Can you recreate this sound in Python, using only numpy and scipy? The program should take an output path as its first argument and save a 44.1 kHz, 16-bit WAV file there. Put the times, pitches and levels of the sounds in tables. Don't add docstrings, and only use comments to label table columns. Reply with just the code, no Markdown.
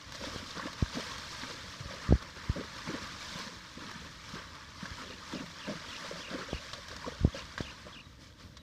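import sys
import numpy as np
from scipy import signal
from scipy.fft import rfft, irfft, next_fast_len
from scipy.io import wavfile
from scipy.ndimage import uniform_filter1d, map_coordinates

SR = 44100
rng = np.random.default_rng(int(sys.argv[2]) if len(sys.argv) > 2 else 0)


def generate_wav(signal):
    frames = np.transpose(np.atleast_2d(signal))
    scaled = np.clip(frames, -1, 1) * 32767
    pcm = np.round(scaled).astype(np.int16)
    wavfile.write(sys.argv[1], SR, pcm)


N = 380131
TIME = np.arange(N) / SR

# t/s, level/dB
BREEZE_LEVELS = [(0, -57), (.3, -49.5), (.6, -56.5), (1.1, -50.5), (1.6, -54), (2.7, -51), (3.4, -56),
                 (3.9, -54), (4.8, -53.5), (6, -57), (7.2, -52.5), (7.8, -54.5), (8.6, -53.5)]
# f/Hz, relative level/dB
BREEZE_SPECTRUM = [(20, -37), (45, -3), (80, 2.5), (200, -9), (300, -6), (500, -12), (780, -27.5),
                   (3000, -26), (10000, -45)]
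# t/s, level before filtering/dB, rise time constant/s
AIR_PUFFS = [(0.3602, -25.5, 0.00014), (0.825, -11, 0.00051), (1.858, -27, 0.001), (2.091, -15, 0.0008),
             (2.108, -10, 0.00056), (2.124, -5, 0.00022), (2.136, -8.5, 0.0015), (2.153, -21, 0.00057),
             (2.497, -13, 0.00085), (4.915, -29.5, 0.00088), (6.53, -17, 0.00013), (6.5453, -22, 0.0019),
             (7.211, -20, 0.0011), (7.234, -16, 0.0013), (7.2485, -6.5, 0.0004), (7.2752, -21, .0006),
             (7.6059, -18, 0.00022)]
# f/Hz, width/Hz, gain/dB
PORT_NOTCHES = [(393.4, 80.6, -12), (776, 82, -9), (1366, 150, -3.5), (2550, 466, -9.5)]
# t/s, level/dB
FAR_WHISTLES = [(8.005, -61), (8.547, -60.5)]
# t/s, level/dB
BIRD_CALLS = [(5.058, -50), (5.319, -47.5), (5.588, -47.5), (5.883, -45.5), (6.201, -45.5), (6.5, -45.5),
              (7.324, -47.5), (7.62, -47), (7.924, -48)]
# t/s into the call, f/Hz, relative level/dB
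CALL_CONTOUR = [(0, 2920, -22), (.004, 3175, 1.5), (0.017, 3570, -2.5), (.031, 2908, 2.5), (0.039, 2388, 5),
                (.051, 2930, 7), (0.06, 2720, 4), (.067, 2280, 9), (.079, 2974, 3.5), (.087, 2560, 10),
                (.095, 2200, -37)]
# t/s, slosh level/dB
WAKE_LEVELS = [(0, -52.5), (.5, -56.5), (1.4, -48.5), (2.3, -53.5), (3.2, -48), (3.6, -52.5), (4.7, -54),
               (5.3, -51), (6.6, -52.5), (7.3, -52.5), (7.8, -54), (8.05, -61.5), (8.6, -67)]
# t/s, gain of the small bubbles/dB
SMALL_BUBBLE_GAINS = [(0, 0.5), (1, 1.5), (1.4, -1), (2.2, 4), (2.9, -3), (3.8, -7), (5.4, -4), (5.9, -0.5),
                      (6.7, 6.5), (7.9, -1)]
# f/Hz, relative level/dB
CHURN_SPECTRUM = [(70, -3), (150, -1), (270, -2.5), (400, 9.5), (560, 3), (700, 0), (900, -2), (1400, -63)]
SLOSH_SPECTRUM = [(450, -26), (750, -10.5), (1000, -4), (1220, 1), (1650, .5), (2050, -1.5), (2700, 2),
                  (3600, -12), (6000, -57)]
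SPRAY_SPECTRUM = [(1000, -1), (2200, 0), (3200, -4.5), (4200, -3.5), (5500, -3), (7000, -11), (9500, -21),
                  (15000, -29)]
IMPACT_SPECTRUM = [(500, -2.5), (1500, 0), (3200, -3), (5300, -5.5), (7000, -13.5), (9500, -26),
                   (15000, -29)]
# t/s, level/dB, starting f/Hz
DROP_PLOPS = [(.238, -29.5, 980), (.596, -25, 1060), (.681, -28, 1050), (1.236, -29, 1490),
              (7.044, -26.5, 970), (7.063, -25.5, 1080)]
# t/s, level/dB
WATER_SLAPS = [(0.1213, -34.5), (.148, -36), (0.73, -35), (1.005, -35), (1.1807, -34), (2.223, -36),
               (2.7822, -37), (3.072, -39), (3.3873, -31), (3.912, -36), (4.291, -38), (4.551, -41),
               (5.325, -35), (5.461, -40), (6.883, -35), (6.964, -34)]
# f/Hz, relative level/dB, T60/s
STONE_MODES = [(1170, -1, 0.011), (1598, 1.5, 0.015), (1950, -8, 0.015), (3030, -27, 0.027),
               (4130, -31, 0.17), (4840, -30, .06)]
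# t/s, knock level/dB, grit level/dB
HOOF_STRIKES = [(0.861, -34, -57), (1.436, -30.5, -53), (2.638, -37, -45), (4.856, -32.5, -36.5),
                (6.732, -43, -29), (6.914, -35.5, -39), (7.579, -24.5, -32), (7.609, -37.5, -36),
                (8.569, -58, -39)]
# t/s, duration/s, slosh level/dB, spray level/dB
LEG_SWEEPS = [(0.1, 0.091, -53, -47), (0.183, 0.2, -46.5, -44), (0.418, 0.11, -51, -45.5),
              (0.537, 0.085, -42.5, -47), (0.63, 0.041, -45.5, -44.5), (0.746, 0.21, -49.5, -47.5),
              (0.904, 0.21, -45.5, -43), (1.155, 0.15, -56, -46.5), (1.284, 0.23, -49.5, -46),
              (1.645, 0.083, -54, -48.5), (1.76, .05, -58, -50), (1.868, 0.18, -46.5, -49),
              (2.012, 0.13, -46.5, -52.5), (2.184, 0.047, -45, -53), (2.353, 0.32, -48, -51.5),
              (2.718, 0.15, -48.5, -50), (2.845, 0.21, -44.5, -48.5), (3.17, 0.25, -51.5, -45.5),
              (3.33, 0.087, -46.5, -47.5), (3.634, 0.068, -58, -55), (3.767, 0.19, -48, -52),
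              (3.94, 0.13, -51, -53.5), (4.194, 0.12, -53, -51), (4.31, 0.094, -44.5, -50),
              (4.504, 0.08, -49, -64), (4.76, 0.16, -49.5, -51), (4.942, 0.077, -46, -48.5),
              (5.248, 0.096, -48.5, -48), (5.52, 0.16, -50, -53.5), (5.637, 0.21, -48.5, -51),
              (5.848, 0.16, -48, -46.5), (6.015, 0.066, -42.5, -44), (6.13, .07, -48.5, -46.5),
              (6.261, 0.18, -44.5, -49), (6.466, 0.31, -55, -50), (6.82, 0.12, -56, -53.5),
              (6.985, 0.15, -48, -51.5), (7.314, 0.071, -45.5, -47.5), (7.557, 0.061, -49, -49),
              (7.835, 0.052, -51, -56), (8.18, .04, -69, -54), (8.364, 0.026, -55, -53)]
# t/s, churn duration/s, churn level/dB, relative gulp level/dB, gulp f/Hz
HOOF_PLUNGES = [(.211, 0.033, -45, -29, 504), (0.27, 0.059, -45.5, -31.5, 265),
                (.425, 0.036, -64, -36, 224), (.57, 0.028, -42.5, -32, 257), (.656, 0.018, -52, -25, 298),
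                (.968, 0.027, -33.5, -24, 251), (1.432, 0.055, -46, -32, 226),
                (1.803, 0.018, -50, -35, 130), (1.908, 0.036, -45.5, -34, 570),
                (2.559, 0.071, -38, -34, 293), (2.886, 0.066, -37.5, -26.5, 180),
                (2.938, 0.054, -39.5, -24, 274), (3.355, 0.18, -47, -33, 176), (3.771, 0.29, -47, -33, 218),
                (4.335, .1, -44, -35, 200), (4.827, .02, -66, -30, 188), (4.98, 0.17, -48.5, -49, 198),
                (5.335, 0.049, -37, -26, 233), (5.406, 0.093, -49, -29, 293),
                (5.685, 0.064, -41, -28.5, 240), (6.046, 0.018, -53, -30, 516),
                (6.112, 0.023, -38.5, -23.5, 486), (6.31, 0.1, -43.5, -34, 199),
                (6.344, .02, -48, -23, 303), (6.76, 0.23, -59, -47, 520), (7.072, 0.076, -42.5, -29.5, 248),
                (7.346, .02, -47, -26.5, 506), (7.867, .02, -47.5, -29, 520)]


def amp(db):
    return 10 ** (np.asarray(db) / 20)


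def unit(x):
    return x / np.sqrt(np.mean(x ** 2) + 1e-20)


def curve(points):
    return np.interp(TIME, *np.transpose(points))


def wobble(rate):
    return map_coordinates(rng.standard_normal(int(N * rate / SR) + 4), [TIME * rate])


def add(track, start, sound):
    part = track[max(round(start * SR), 0):][:len(sound)]
    part += sound[:len(part)]


def filtered(x, response):
    size = next_fast_len(len(x) + 8192)
    return irfft(rfft(x, size) * response(np.fft.rfftfreq(size, 1 / SR)), size)[:len(x)]


def coloured(x, spectrum):
    f, db = np.transpose(spectrum)
    return unit(filtered(x, lambda hz: amp(np.interp(np.log(hz + 1), np.log(f), db))))


def breeze(flutter_db=1.5):
    level = curve(BREEZE_LEVELS) + flutter_db * wobble(22)
    return amp(level) * coloured(rng.standard_normal(N), BREEZE_SPECTRUM)


def puffs(bass_cut_hz=56, treble_cut_hz=830, fall_ratio=2.86):
    track, t = np.zeros(N), np.arange(-SR // 50, SR // 50) / SR
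    for centre, db, rise in AIR_PUFFS:
        width = np.where(t < 0, rise, fall_ratio * rise)
        add(track, centre + t[0], amp(db) / np.cosh(t / width))
    track = signal.sosfilt(signal.butter(3, bass_cut_hz, "high", fs=SR, output="sos"), track)
    return signal.sosfilt(signal.butter(8, treble_cut_hz, fs=SR, output="sos"), track)


def mic_port(x):
    def response(hz):
        return amp(sum(db * np.exp(-((hz - centre) / width) ** 2) for centre, width, db in PORT_NOTCHES))
    return filtered(x, response)


def bushes(x, t60=0.05):
    t = np.arange(SR // 2) / SR
    tail = rng.standard_normal(len(t)) * amp(-60 * t / t60) * (1 - np.exp(-t / 0.0019))
    return signal.fftconvolve(x, tail / np.linalg.norm(tail))[:N]


def far_bird(start_hz=4250, floor_hz=3780, length_s=0.072):
    track, t = np.zeros(N), np.arange(int(length_s * SR)) / SR
    hz = floor_hz + (start_hz - floor_hz) * np.exp(-t / 0.027)
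    envelope = np.sin(np.pi * t / length_s) ** .5
    for start, db in FAR_WHISTLES:
        add(track, start, amp(db) * envelope * np.sin(2 * np.pi * np.cumsum(hz) / SR))
    return track


def near_bird():
    track = np.zeros(N)
    times, pitches, levels = np.transpose(CALL_CONTOUR)
    t = np.arange(int(times[-1] * SR)) / SR
    contour_hz = uniform_filter1d(np.interp(t, times, pitches), size=200)
    for start, db in BIRD_CALLS:
        phase = 2 * np.pi * np.cumsum(contour_hz * rng.normal(1, 0.0052)) / SR
        add(track, start, amp(db + np.interp(t, times, levels)) * np.sin(phase))
    return track


def bubble(cycles, life, glide):
    age = cycles / life
    envelope = amp(-60 * age) * (1 - np.exp(-2 * cycles))
    return envelope * np.sin(2 * np.pi * cycles * (1 + glide * age / 2))


def swarm(rate, low_hz, high_hz, life, spread_db, glide, sizes=150):
    track = np.zeros(N)
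    pitches = np.geomspace(low_hz, high_hz, sizes)
    rings = [bubble(np.arange(0, life, hz / SR), life, glide) for hz in pitches]
    when, size, strength = rng.random((int(rate * N / SR), 3)).T
    gains = amp(-spread_db * np.log(1 - .98 * strength))
    for start, kind, gain in zip(when * N / SR, (size * sizes).astype(int), gains):
        add(track, start, gain * rings[kind])
    return unit(track)


def depth(x, crossover_hz=422):
    small = filtered(x, lambda hz: 1 - 1 / (1 + (hz / crossover_hz) ** 10))
    return x - small + small * amp(curve(SMALL_BUBBLE_GAINS))


def swells(starts, lengths, levels, rise_s, t60):
    power, t = np.zeros(N), np.arange(SR) / SR
    for start, length, db in zip(starts, lengths, levels):
        decay_db = 60 * np.maximum(t - length, 0) / t60
        add(power, start, (np.minimum(t / rise_s, 1) * amp(db - decay_db)) ** 2)
    return power


def agitation(churn_lead_s=0.025):
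    starts, lengths, slosh_db, spray_db = np.transpose(LEG_SWEEPS)
    slosh = swells(starts, lengths, slosh_db, rise_s=0.044, t60=0.49)
    spray = swells(starts, lengths, spray_db, rise_s=0.044, t60=0.58)
    starts, lengths, churn_db, _, _ = np.transpose(HOOF_PLUNGES)
    churn = swells(starts - churn_lead_s, lengths, churn_db, rise_s=0.03, t60=0.38)
    churn += slosh * amp(-6.5) ** 2
    wake_db = curve(WAKE_LEVELS)
    layers = [(churn, wake_db - 7.5), (slosh, wake_db), (spray, wake_db + 1.5)]
    return [np.sqrt(power + amp(db) ** 2) for power, db in layers]


def droplets(spray_gain):
    ticks = swarm(rate=45, low_hz=3200, high_hz=9500, life=9, spread_db=3.5, glide=.1)
    return spray_gain * amp(-14.5) * coloured(ticks, IMPACT_SPECTRUM)


def plops():
    track, t = np.zeros(N), np.arange(SR // 8) / SR
    onset = 1 - np.exp(-t / 0.0011)
    for start, db, hz in DROP_PLOPS:
        add(track, start, amp(db) * bubble(hz * t, life=24, glide=0.22) * onset)
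    return track


def impact_noise(t60, attack_s):
    t = np.arange(SR // 8) / SR
    noise = coloured(rng.standard_normal(len(t)), IMPACT_SPECTRUM)
    return noise * amp(-60 * t / t60) * (1 - np.exp(-t / attack_s))


def slaps():
    track = np.zeros(N)
    for start, db in WATER_SLAPS:
        add(track, start, amp(db) * impact_noise(t60=0.03, attack_s=0.00088))
    return track


def hooves(grit_cut_hz=7500):
    track, t = np.zeros(N), np.arange(SR // 8) / SR
    contact = 1 - np.exp(-t / 0.00012)
    for start, knock_db, grit_db in HOOF_STRIKES:
        ring = np.zeros(len(t))
        for hz, db, t60 in STONE_MODES:
            envelope = amp(db + rng.normal(0, 0.45) - 60 * t / t60)
            ring += envelope * np.sin(2 * np.pi * hz * rng.normal(1, 0.0145) * t)
        grit = impact_noise(t60=0.046, attack_s=0.0012)
        grit = filtered(grit, lambda hz: (1 + (hz / grit_cut_hz) ** 4) ** -.5)
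        add(track, start, amp(knock_db) * ring * contact + amp(grit_db) * grit)
    return track


def water(churn_gain, slosh_gain, spray_gain):
    foam = rng.standard_normal((3, N))
    surge = wobble(30)
    churn = swarm(rate=240, low_hz=154.2, high_hz=720, life=18.6, spread_db=3, glide=0.22)
    slosh = swarm(rate=1000, low_hz=797.3, high_hz=2800, life=60, spread_db=2.0, glide=0.073)
    spray = swarm(rate=2400, low_hz=2200, high_hz=9000, life=70, spread_db=2.4, glide=.08)
    churn = depth(coloured(churn + 0.24 * foam[0], CHURN_SPECTRUM))
    slosh = coloured(slosh + 1.8 * foam[1], SLOSH_SPECTRUM)
    spray = coloured(spray + 1.3 * foam[2], SPRAY_SPECTRUM)
    return (churn_gain * amp(2.4 * surge) * churn
            + slosh_gain * amp(0.79 * surge) * slosh
            + spray_gain * amp(0.59 * surge) * spray)


def gulps(pocket_db=10.5, fragment_db=-7):
    track, t = np.zeros(N), np.arange(SR // 8) / SR
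    onset = 1 - np.exp(-t / 0.0032)
    for start, _, _, db, hz in HOOF_PLUNGES:
        add(track, start, amp(db + pocket_db) * bubble(hz * t, life=6.8, glide=0.1) * onset)
        for delay, size in rng.random((3, 2)):
            fragment = bubble((300 + 320 * size) * t, life=10.8, glide=0.089)
            add(track, start + 0.018 * delay, amp(db + fragment_db) * fragment)
    return track


def scene():
    churn_gain, slosh_gain, spray_gain = agitation()
    events = depth(gulps()) + plops() + slaps() + hooves() + near_bird() + far_bird()
    creek = water(churn_gain, slosh_gain, spray_gain) + droplets(spray_gain)
    outdoors = creek + events + amp(-11) * bushes(events) + breeze()
    return (mic_port(outdoors) + puffs())[None]


def record(dry, top_hz=15300):
    return np.array([filtered(channel, lambda hz: hz < top_hz) for channel in dry])


dry = scene()
out = record(dry)
generate_wav(out)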